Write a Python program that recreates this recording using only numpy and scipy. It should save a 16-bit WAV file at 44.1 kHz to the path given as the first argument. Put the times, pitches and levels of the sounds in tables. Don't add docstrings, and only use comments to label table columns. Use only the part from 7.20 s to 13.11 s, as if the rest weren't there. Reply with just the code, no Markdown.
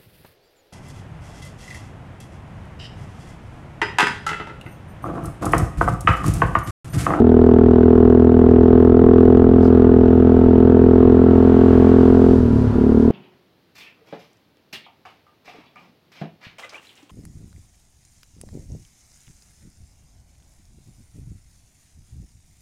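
import sys
import numpy as np
from scipy import signal
from scipy.fft import rfft, irfft, next_fast_len
from scipy.io import wavfile
from scipy.ndimage import map_coordinates

SR = 44100
rng = np.random.default_rng(int(sys.argv[2]) if len(sys.argv) > 2 else 0)


def generate_wav(signal):
    frames = np.transpose(np.atleast_2d(signal))
    scaled = np.clip(frames, -1, 1) * 32767
    pcm = np.round(scaled).astype(np.int16)
    wavfile.write(sys.argv[1], SR, pcm)


N = 260615
CRUISE_HZ = 1400


def firings(jitter_s):
    # t/s, f/Hz
    firing_rate = [(0, 40.76), (0.55, 40.82), (1, 41.25), (1.35, 41.37), (1.7, 41.85), (2.35, 42.52),
                   (2.5, 42.24), (2.85, 42.11), (3.4, 42.26), (4.6, 43.04), (5.1, 43.1), (5.18, 42.28),
                   (5.32, 37.39), (5.48, 34.95), (5.56, 35.57), (5.72, 37.48), (5.91, 38.88)]
    cycles = np.cumsum(curve(firing_rate)) / SR + .275
    times = np.interp(np.arange(int(cycles[-1]) + 1), cycles, clock())
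    return times + jitter_s * rng.standard_normal(len(times))


def exhaust(times, load_db):
    # f/Hz, level/dB
    resonances = [(10, -36.5), (42, -17.5), (84, -3.5), (126, -11), (166, -17), (208, -7), (228, 2.5),
                  (248, 2), (268, 1.5), (295, -18.5), (335, -5.5), (415, -1.5), (465, -6.5), (530, -26),
                  (900, -69.5)]
    slugs = -pulses(times + 0.001521, scatter_db=0.14)
    pipe = ring(slugs, resonances)
    low = filtered(pipe, lambda hz: 1 / (1 + (hz / 300) ** 12))
    boom_db = -11.5 + 0.21 * load_db - (load_db / 10.5) ** 2
    blare_db = -13.5 + load_db + 0.95 * wobble(4.6)
    return amp(boom_db) * unit(low) + amp(blare_db) * unit(pipe - low)


def bark(times, load_db, round_trip_s):
    # f/Hz, level/dB
    tip = [(300, -41.5), (520, -12), (590, 0), (660, 0), (730, 2), (795, -7.5), (880, -4.5), (1010, -14.5),
           (1110, -19), (1220, -18.5), (1350, -16.5), (1750, -34.5), (2200, -44.5), (5000, -75.5)]
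    fronts = pulses(times, scatter_db=0)
    echoes = amp(-4) * pulses(times + round_trip_s, scatter_db=0.9)
    return amp(-27 + 1.7 * load_db) * ring(fronts + echoes, tip)


def jet(times, load_db, round_trip_s):
    # f/Hz, level/dB
    rasp = [(300, -14), (550, -2), (900, -1.5), (1400, 0.5), (1750, -12), (2100, -25.5), (3000, -16.5),
            (4200, -30), (6000, -41.5), (8500, -45), (11000, -56), (12000, -44.5), (13000, -56),
            (16000, -64.5)]
    t = np.arange(SR // 30) / SR
    burst = (1 - np.exp(-t / 0.0002)) * amp(-60 * t / 0.023)
    starts = times + .001
    fronts = pulses(starts, scatter_db=1.5)
    echoes = amp(-10.5) * pulses(starts + round_trip_s, scatter_db=2.5)
    bursts = unit(repeat_at(fronts + echoes, burst))
    return amp(-38.5 + load_db) * bursts * noise(rasp)


def crackle(times, load_db, fade_s):
    # f/Hz, level/dB
    snap = [(1200, -20), (2800, 5.5), (4000, 2), (5000, -10), (6500, -9.5), (8500, -13.5), (11900, -22),
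            (16000, -30.5)]
    t = np.arange(SR // 50) / SR
    bursts = repeat_at(pulses(times + .0015, scatter_db=3.5), amp(-60 * t / fade_s))
    return amp(-61 + 2.5 * load_db) * unit(bursts * noise(snap))


def burble(times, shut_s, reopen_s):
    # f/Hz, level/dB
    hollow = [(20, -47.5), (70, -11.5), (100, 5.5), (116, -2.5), (150, -7.5), (215, -16), (300, -23),
              (500, -47), (1000, -76)]
    t = clock()
    shut = (1 + np.tanh((t - shut_s) / .024)) / 2
    reopened = (1 + np.tanh((t - reopen_s) / .024)) / 2
    coasted_s = np.clip(t, shut_s, reopen_s) - shut_s
    gain = amp(-23.5 + 16 * coasted_s) * shut * (1 - reopened)
    return gain * ring(-pulses(times + .002, scatter_db=1), hollow)


def valves(times, fade_s):
    # f/Hz, level/dB
    steel = [(11747, 1.5), (11790, -3), (12253, 0.5)]
    t = np.arange(SR // 10) / SR
    tick = sum(amp(db - 60 * t / fade_s) * np.sin(2 * np.pi * hz * t) for hz, db in steel)
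    return amp(-82) * unit(repeat_at(pulses(times + .001, scatter_db=1.5), tick))


def gear_whine(hz):
    housing_hz, width_hz = 1210, 37
    boost_db = 8 / (1 + ((hz - housing_hz) / width_hz) ** 2)
    phase = 2 * np.pi * np.cumsum(hz) / SR + 0.66 * wobble(25)
    return amp(-47 + boost_db + 1.7 * wobble(7.7)) * np.sin(phase)


def transmission(speed):
    tooth_hz = CRUISE_HZ * speed
    fast_pair = gear_whine(tooth_hz)
    slow_pair = amp(4) * gear_whine(.7 * tooth_hz)
    return speed ** 2.2 * (fast_pair + slow_pair)


def taxi(times, load_db, firing_hz):
    # f/Hz, level/dB
    clatter = [(300, -8.5), (600, -3.5), (1100, 1), (1600, 3.5), (2200, -8), (2900, -8.5), (4000, -16),
               (5500, -26.5), (7500, -29.5), (12000, -43.5)]
    # f/Hz, level/dB
    flank = [(400, -40), (900, -22), (1050, -14.5), (1115, -1), (1190, -14.5), (1450, -15), (2200, -35.5),
             (5000, -62)]
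    alongside_s, gap_m, passing_m_per_s = 4.6, 1.5, 5.2
    distance_m = np.hypot(gap_m, passing_m_per_s * (clock() - alongside_s))
    cycles = np.cumsum(firing_hz + 1.5 * wobble(3)) / SR
    throb = amp(2.6 * np.cos(2 * np.pi * cycles))
    rasp = unit(throb * noise(clatter))
    echo = amp(load_db) * ring(pulses(times + .005, scatter_db=0.8), flank)
    return amp(-38.5) * gap_m / distance_m * (rasp + echo)


def tyres(speed):
    # f/Hz, level/dB
    roar = [(100, -3), (400, -6), (900, 6), (1400, 0), (2100, -11.5), (3000, -15.5), (4500, -25),
            (7000, -34), (12000, -44.5), (16000, -50)]
    return amp(-39 + wobble(5.6)) * speed ** .6 * noise(roar)


def wind(gust_s, half_width_s):
    # f/Hz, level/dB
    rush = [(800, -16.5), (2500, -2.5), (4500, 3), (7000, -4.5), (8700, -8.5), (9800, -8.5), (12500, -15),
            (16000, -26)]
    # f/Hz, level/dB
    rumble = [(10, -8.5), (25, 1.5), (50, -2), (100, -3.5), (150, -9.5), (200, -1.5), (400, -7.5),
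              (800, -20), (2000, -74)]
    gust = amp(-55) * swell(gust_s, half_width_s)
    hiss = (amp(-72.5) + gust) * amp(0.86 * wobble(21)) * noise(rush)
    buffet = amp(-23.5 + 0.5 * wobble(9)) * noise(rumble)
    return hiss + buffet


def puff(peak_s, half_width_s):
    # f/Hz, level/dB
    spray = [(2000, -22), (3800, -5), (4800, 0), (5500, -3), (6400, -11), (11000, -18), (15000, -30)]
    return amp(-52) * swell(peak_s, half_width_s) * noise(spray)


def amp(db):
    return 10 ** (np.asarray(db) / 20)


def unit(x):
    return x / np.sqrt(np.mean(x ** 2) + 1e-20)


def clock():
    return np.arange(N) / SR


def curve(rows):
    return np.interp(clock(), *np.transpose(rows))


def swell(peak_s, half_width_s):
    return np.exp(-((clock() - peak_s) / half_width_s) ** 2)


def wobble(rate):
    points = rng.standard_normal(int(N * rate / SR) + 4)
    return map_coordinates(points, [np.arange(N) * rate / SR])


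def level_at(spectrum, hz):
    f, db = np.transpose(spectrum)
    return np.interp(np.log(hz + 1), np.log(np.append(f, 2 * f[-1])), np.append(db, -120))


def filtered(x, response):
    size = next_fast_len(N + SR // 2)
    hz = np.fft.rfftfreq(size, 1 / SR)
    return irfft(rfft(x, size) * response(hz), size)[:N]


def noise(spectrum):
    return unit(filtered(rng.standard_normal(N), lambda hz: amp(level_at(spectrum, hz))))


def pulses(times, scatter_db):
    sizes = amp(scatter_db * rng.standard_normal(len(times)))
    return np.bincount(np.clip(times * SR, 0, N).astype(int), sizes, N + 1)[:N]


def repeat_at(clicks, shape):
    return signal.fftconvolve(clicks, shape)[:N]


def ring(clicks, spectrum, size=16384):
    hz = np.fft.rfftfreq(size, 1 / SR)
    cepstrum = irfft(np.log(amp(level_at(spectrum, hz))))
    cepstrum[1:size // 2] *= 2
    cepstrum[size // 2 + 1:] = 0
    one_strike = irfft(np.exp(rfft(cepstrum)))
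    return unit(repeat_at(clicks, one_strike))


def scene():
    # t/s, level/dB
    load = [(0, 0), (.35, 0.4), (.62, -0.5), (2.2, 0), (2.4, -0.8), (3.7, -.8), (5.13, -1), (5.2, -8),
            (5.46, -14.5), (5.52, -20.5), (5.59, -7.5), (5.91, -5.5)]
    # t/s, f/Hz
    tooth_rate = [(0, 846), (2.7, 1232), (3.4, 1320), (4.3, 1372), (5.91, 1407)]
    times = firings(jitter_s=.00003)
    load_db = curve(load)
    speed = curve(tooth_rate) / CRUISE_HZ
    round_trip_s = .0045
    scooter = bark(times, load_db, round_trip_s) + jet(times, load_db, round_trip_s)
    scooter += exhaust(times, load_db) + burble(times, shut_s=5.175, reopen_s=5.52)
    scooter += crackle(times, load_db, fade_s=0.0053)
    scooter += valves(times, fade_s=.12) + transmission(speed)
    street = taxi(times, load_db, firing_hz=110.8) + tyres(speed)
    street += wind(gust_s=5.22, half_width_s=0.89) + puff(peak_s=2.453, half_width_s=.034)
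    return (scooter + street)[None]


def record(dry):
    rounded = dry / (1 + np.abs(dry / 1.03) ** 8) ** (1 / 8)
    return filtered(rounded[0], lambda hz: hz < 15700)[None]


dry = scene()
out = record(dry)
generate_wav(out)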